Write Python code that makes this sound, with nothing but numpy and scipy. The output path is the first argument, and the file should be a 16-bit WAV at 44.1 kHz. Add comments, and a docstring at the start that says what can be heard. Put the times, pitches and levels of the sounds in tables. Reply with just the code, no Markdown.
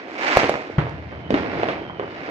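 """Sharp firework bangs over a town at night: pressure swings with shock fronts, scattered back by houses.
One deep shell booms, bursts raggedly and rolls away; a near cloud of crackling stars swells in tiny pops.
Farther crackle, murmur and rumble are dense random impulses through filters; a faint rocket whistles as a
wavering sine. Two close microphones hear most of it from the right; the strongest bang overloads them."""
import sys
import numpy as np
from scipy import signal
from scipy.fft import rfft, irfft, next_fast_len
from scipy.io import wavfile
from scipy.ndimage import map_coordinates

SR = 44100
rng = np.random.default_rng(int(sys.argv[2]) if len(sys.argv) > 2 else 0)


def int16_out(signal):
    """Quantize to a 16-bit WAV file."""
    q = np.round(np.clip(np.atleast_2d(signal).T, -1, 1) * 32767)
    wavfile.write(sys.argv[1], SR, q.astype(np.int16))


N = 101430  # samples, 2.3 s


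def amp(db):
    """Decibels to gain."""
    return 10 ** (np.asarray(db) / 20)


def unit(x):
    """Scale to rms 1 over both channels."""
    return x / np.sqrt(np.mean(x ** 2) + 1e-20)


def along(points, hz):
    """Interpolate (hz, value) points on a log frequency axis."""
    point_hz, values = np.transpose(points)
    return np.interp(np.log(hz + 1), np.log(point_hz + 1), values)


def curves(rows):
    """One value per sample for each column after the time."""
    point_s, *columns = np.transpose(rows)
    t = np.arange(N) / SR
    return [np.interp(t, point_s, column) for column in columns]


def wobble(knots_per_s):
    """A smooth random curve through normally distributed knots."""
    knots = rng.standard_normal(int(N * knots_per_s / SR) + 4)
    return map_coordinates(knots, [np.arange(N) * knots_per_s / SR])


def filtered(x, response):
    """Multiply the spectrum by a zero-phase response of frequency."""
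    size = next_fast_len(N + SR // 4)
    hz = np.fft.rfftfreq(size, 1 / SR)
    return irfft(rfft(x, size) * response(hz), size)[..., :N]


def coloured(x, points, size=4096):
    """Causal minimum-phase filter through (hz, gain_db) points, by folding the cepstrum."""
    gain = amp(along(points, np.fft.rfftfreq(size, 1 / SR)))
    cepstrum = irfft(np.log(gain))
    cepstrum[1:size // 2] *= 2
    cepstrum[size // 2 + 1:] = 0
    impulse_response = irfft(np.exp(rfft(cepstrum)))
    return signal.fftconvolve(x, impulse_response[None], axes=1)[:, :N]


def dull(x, cutoff_hz, order=2):
    """Causal low-pass."""
    b, a = signal.butter(order, min(cutoff_hz, SR / 2 - 1), fs=SR)
    return signal.lfilter(b, a, x)


def arrivals(times_s, sizes, bearings, lean=0):
    """Impulses at left and right microphones; bearing (-1 left to 1 right) sets the delay, lean the balance."""
    mic_travel_s = .00032  # sound's travel time between the microphones
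    lag_s = np.clip(bearings, -1, 1) * mic_travel_s / 2
    channels = []
    for side in (1, -1):
        index = np.abs(np.round((times_s + side * lag_s) * SR)).astype(int)
        channels.append(np.bincount(index, sizes * (1 + side * lean), N)[:N])
    return np.array(channels)


def swarm(rate_per_s, scatter_db, bearing, spread, count=14000):
    """Impulses at random times, of random sign, size, bearing and left-right balance."""
    uneven = 0.22  # how unequally an arrival hits the two microphones
    times_s = np.cumsum(rng.exponential(size=count)) / rate_per_s
    keep = times_s < N / SR
    size, turn, sign, lean = rng.standard_normal((4, count))[:, keep]
    sizes = np.sign(sign) * amp(scatter_db * np.minimum(size, 2))
    return arrivals(times_s[keep], sizes, bearing + spread * turn, uneven * lean)


def bangs():
    """Each is a pressure swing with a shock front on its first fall, the front dulled by the air on its way."""
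    # start_s, level_db, pitch_hz of the swing, relative shock_db, echo_db, bearing -1..1, air_lowpass_hz
    bang_rows = [(.116, -31, 905, -8, -13, .8, 3270), (.154, -29.5, 764, -20.5, -10, .8, 3500),
                 (.2405, -19.5, 894, -1.5, -4, .8, 2500), (0.3706, 12.5, 607, -1, -22, .2, 6450),
                 (0.3912, -4, 1188, -8, -14, .6, 5540), (.4175, -13.5, 585, 2.5, -5, .4, 3970),
                 (0.4319, -5.5, 407, -3, -7.5, .1, 2930), (.4413, -9, 452, 2, -17.5, .2, 2970),
                 (.494, 0, 579, -9.5, -11.5, .25, 6500), (.541, -19.5, 652, 8, -7.5, .6, 2900),
                 (0.555, -18.5, 461, 6, -15.5, .6, 2800), (.699, -16, 389, -15.5, -12, .3, 2000),
                 (.868, -13.5, 718, -13, -12.5, .6, 2550), (0.8948, -24.5, 987, -5.5, -11.5, .6, 6080),
                 (1.124, -30.5, 560, 4, 3, .6, 2240), (1.305, -1.5, 401, -12, -6, 1, 4200),
                 (1.3245, -7, 287, -13, -6, .8, 2570), (1.3409, -3.5, 320.7, -3, -6, .9, 3000),
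                 (1.376, -19.5, 780, 2, -2, .9, 2630), (1.447, -18.5, 520, -1.5, 0.5, .8, 2020),
                 (1.570, -23.5, 399, -19, 5, .9, 2030), (1.598, -13.5, 480, -4.5, -9, .9, 2450),
                 (1.6326, -4, 654, -6, -11, 1, 2950), (1.686, -24.5, 728, 13.5, -0.5, .9, 3080),
                 (1.7025, -14.5, 793, -29, -2, .9, 3180), (1.818, -16, 370, -17, -24, .6, 2016),
                 (1.898, -13.5, 954, -28, -8.5, .9, 2000), (1.996, -13, 450, 1, -5.5, 1, 2270),
                 (2.024, -21.5, 370, 1.5, 0.5, .9, 1810), (2.277, -26, 352, -12.5, 8, .8, 2000),
                 (2.289, -18, 603, -2, -8, 1, 2500)]
    swing_db, swing_cycles = -4.5, 0.61  # common to all bangs; cycles until strongest
    shock_base_db, shock_s = 7, 0.00033  # common to all bangs
    out = np.zeros((2, N))
    t = np.arange(SR // 16) / SR
    for start_s, level_db, pitch_hz, shock_db, echo_db, bearing, air_hz in bang_rows:
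        u = (t - .5 / pitch_hz) / shock_s
        shock = dull((u > 0) * (1 - u) * np.exp(-np.abs(u)), air_hz, order=3)
        body = amp(swing_db) * swing(t, pitch_hz, swing_cycles)
        blast = body - amp(shock_base_db + shock_db) * shock
        out += heard(amp(level_db) * blast, start_s, echo_db, bearing)
    return out


def swing(t, pitch_hz, cycles):
    """A blast's pressure swing, strongest after the given cycles, then dying away."""
    low_cut_share = 0.09  # a blast holds little below this share of its pitch
    age = t * pitch_hz / cycles
    wave = np.sin(2 * np.pi * pitch_hz * t) * (age * np.exp(1 - age)) ** 2
    return wave - dull(wave, low_cut_share * pitch_hz, order=1)


def heard(blast, start_s, echo_db, bearing):
    """A blast arrives directly, followed by its own echoes."""
    paths = arrivals(np.array([start_s]), np.ones(1), np.array([bearing]))
    start = round(start_s * SR)
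    paths[:, start:] += amp(echo_db) * echoes()[:, :N - start]
    return signal.fftconvolve(paths, blast[None], axes=1)[:, :N]


def echoes():
    """Near walls, streets and the far town answer one blast with many small copies."""
    # share_db, echoes_per_s, build_up_s, t60_s, lowpass_hz
    walls = [(4, 2400, 0.00069, 0.089, 15000), (3, 900, 0.027, 0.33, 8600), (-5, 2500, 0.033, 4.05, 1370)]
    t = np.arange(N) / SR
    out = 0
    for share_db, rate_per_s, build_s, t60_s, lowpass_hz in walls:
        copies = swarm(rate_per_s, scatter_db=3, bearing=0.79, spread=0.54)
        copies = copies * (1 - np.exp(-t / build_s)) * 1e-3 ** (t / t60_s)
        energy = np.sum(copies ** 2) / 2  # per microphone
        out = out + amp(share_db) * dull(copies / np.sqrt(energy + 1e-20), lowpass_hz)
    return out


def shell():
    """The deep shell: a slow pressure swing, a ragged crunch, and a low roll over the town."""
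    roll_tone = [(25, -29), (50, -20.5), (80, 7), (130, -9.5), (190, -11.5), (400, -36.5), (1500, -86)]  # hz, relative gain_db
    crunch_decays = [(-22, .07), (-24, 0.59)]  # near and far burst: level_db, t60_s
    crunch_tone = [(60, -55), (300, 13), (800, 6), (1400, 3), (2100, 1), (4000, -16.5), (8000, -41),
                   (16000, -76)]  # hz, relative gain_db
    shell_s, pitch_hz, cycles = .7803, 128, 0.71
    thump_db, echo_db = -6, -11.5
    roll_db, roll_t60_s, roll_rise_s = -29, 1.7, 0.031
    crunch_rise_s = 0.0027

    blast = swing(np.arange(SR // 10) / SR, pitch_hz, cycles)
    thump = amp(thump_db) * heard(blast, shell_s, echo_db, bearing=.1)

    t = np.maximum(np.arange(N) / SR - shell_s, 0)
    roll_level = (1 - np.exp(-t / roll_rise_s)) * amp(roll_db - 60 * t / roll_t60_s)
    roll = roll_level * unit(coloured(swarm(1200, scatter_db=2.5, bearing=0.15, spread=0.6), roll_tone))

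    crunch_level = sum(amp(level_db - 60 * t / t60_s) for level_db, t60_s in crunch_decays)
    crunch_level = crunch_level * (1 - np.exp(-(t / crunch_rise_s) ** 2))
    grains = swarm(3000, scatter_db=1.5, bearing=0.37, spread=1.0)
    return thump + roll + crunch_level * unit(coloured(grains, crunch_tone))


def cloud():
    """Crackling stars nearby: hundreds of tiny pops swell, hold and die out, in uneven clusters."""
    pop_tone = [(30, -44.5), (200, -43), (450, -3.5), (900, 2), (1400, 1), (2300, 3), (3300, -10),
                (5000, -14), (7500, -26.5), (10000, -48.5), (16000, -63)]  # hz, relative gain_db
    peak_s, peak_db, hold_s = 0.29, -19.5, 0.1
    rise_db_per_s, fall_db_per_s = 121.5, 82
    clump_db, clump_knots_per_s = 1.2, 70
    t = np.arange(N) / SR - peak_s
    rise_db = rise_db_per_s * np.minimum(t, 0)
    fall_db = fall_db_per_s * np.maximum(t - hold_s, 0)
    level_db = peak_db + rise_db - fall_db + clump_db * wobble(clump_knots_per_s)
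    pops = swarm(1800, scatter_db=0, bearing=.85, spread=.4)
    return amp(level_db) * unit(coloured(pops, pop_tone))


def crackle():
    """Farther crackling stars blur into a wash of pops."""
    level_rows = [(0, -38.5), (.14, -59.5), (.55, -46.5), (.66, -43.5), (1.0, -46.5), (1.14, -46),
                  (1.28, -49), (1.37, -29.5), (1.48, -37.5), (1.6, -34), (1.71, -33), (1.78, -43),
                  (1.95, -49), (2.15, -40), (2.2, -38), (2.3, -36.5)]  # time_s, relative level_db
    pop_tone = [(30, -50), (200, -2.5), (450, 3), (900, 0), (1400, 2), (2200, 2.5), (3300, -11),
                (5000, -15.5), (7500, -35.5), (10000, -58.5), (16000, -82.5)]  # hz, relative gain_db
    offset_db = 1.5
    level_db, = curves(level_rows)
    pops = swarm(4500, scatter_db=4.5, bearing=.7, spread=0.4)
    return amp(level_db + offset_db) * unit(coloured(pops, pop_tone))


def murmur():
    """Far fireworks merge into dull, dense thuds."""
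    level_rows = [(0, -41), (.3, -28), (.5, -29.5), (.7, -42), (1.2, -41.5), (1.5, -29), (1.7, -29),
                  (1.95, -40.5), (2.3, -37)]  # time_s, level_db
    thud_tone = [(25, -41), (70, -24.5), (170, -16), (300, 2), (480, -6), (700, -3), (1100, -16),
                 (2200, -15), (4000, -32.5), (8000, -74.5), (16000, -61.5)]  # hz, relative gain_db
    level_db, = curves(level_rows)
    thuds = swarm(1800, scatter_db=6, bearing=0.67, spread=0.86)
    return amp(level_db) * unit(coloured(thuds, thud_tone))


def rumble():
    """Low, shapeless thunder of many reports crossing the town."""
    level_rows = [(0, -72), (.35, -59), (.44, -35), (.56, -49), (.66, -53), (.74, -42.5), (1.25, -41),
                  (1.36, -32), (1.65, -37), (1.95, -44), (2.3, -46.5)]  # time_s, level_db
    bass_tone = [(25, -11.5), (50, -10), (100, 1), (170, 0), (300, -12), (1000, -61.5), (3000, -94)]  # hz, relative gain_db
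    level_db, = curves(level_rows)
    reports = swarm(2000, scatter_db=-4.5, bearing=0, spread=1.0)
    return amp(level_db) * unit(coloured(reports, bass_tone))


def whistle():
    """A faint far rocket: a sine whose pitch and level waver separately per channel, blurred by many paths."""
    whistle_rows = [(1.0, 3170, -73), (1.17, 3120, -57), (1.28, 3014, -49.5), (1.6, 2957, -71),
                    (1.85, 3160, -49.5), (2.0, 3053, -47), (2.3, 2750, -60)]  # time_s, mean pitch_hz, mean level_db
    waver_share, waver_db = .022, 2.4
    pitch_hz, level_db = curves(whistle_rows)
    channels = []
    for _ in range(2):
        wavering_hz = pitch_hz * (1 + waver_share * wobble(220))
        phase = 2 * np.pi * np.cumsum(wavering_hz) / SR
        channels.append(amp(level_db + waver_db * wobble(31)) * np.sin(phase))
    return np.array(channels)


def scene():
    """Everything in the night sky."""
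    return bangs() + shell() + cloud() + crackle() + murmur() + rumble() + whistle()


def record(dry):
    """Microphones differ in tone; peaks clip; the deepest bass and all above the band limit are lost."""
    right_over_left = [(60, -1.5), (250, 0), (600, 3), (1100, 2.5), (2200, 6), (8000, 2.5)]  # hz, right-to-left gain_db
    clip_level, top_hz, low_cut_hz = .95, 16100, 41.3

    def balance(hz):
        return amp(along(right_over_left, hz) * np.array([[-.5], [.5]]))

    def band(hz):
        return (hz < top_hz) * hz ** 2 / np.hypot(hz ** 2, low_cut_hz ** 2)

    clipped = np.clip(filtered(dry, balance), -clip_level, clip_level)
    return filtered(clipped, band)


dry = scene()
out = record(dry)
int16_out(out)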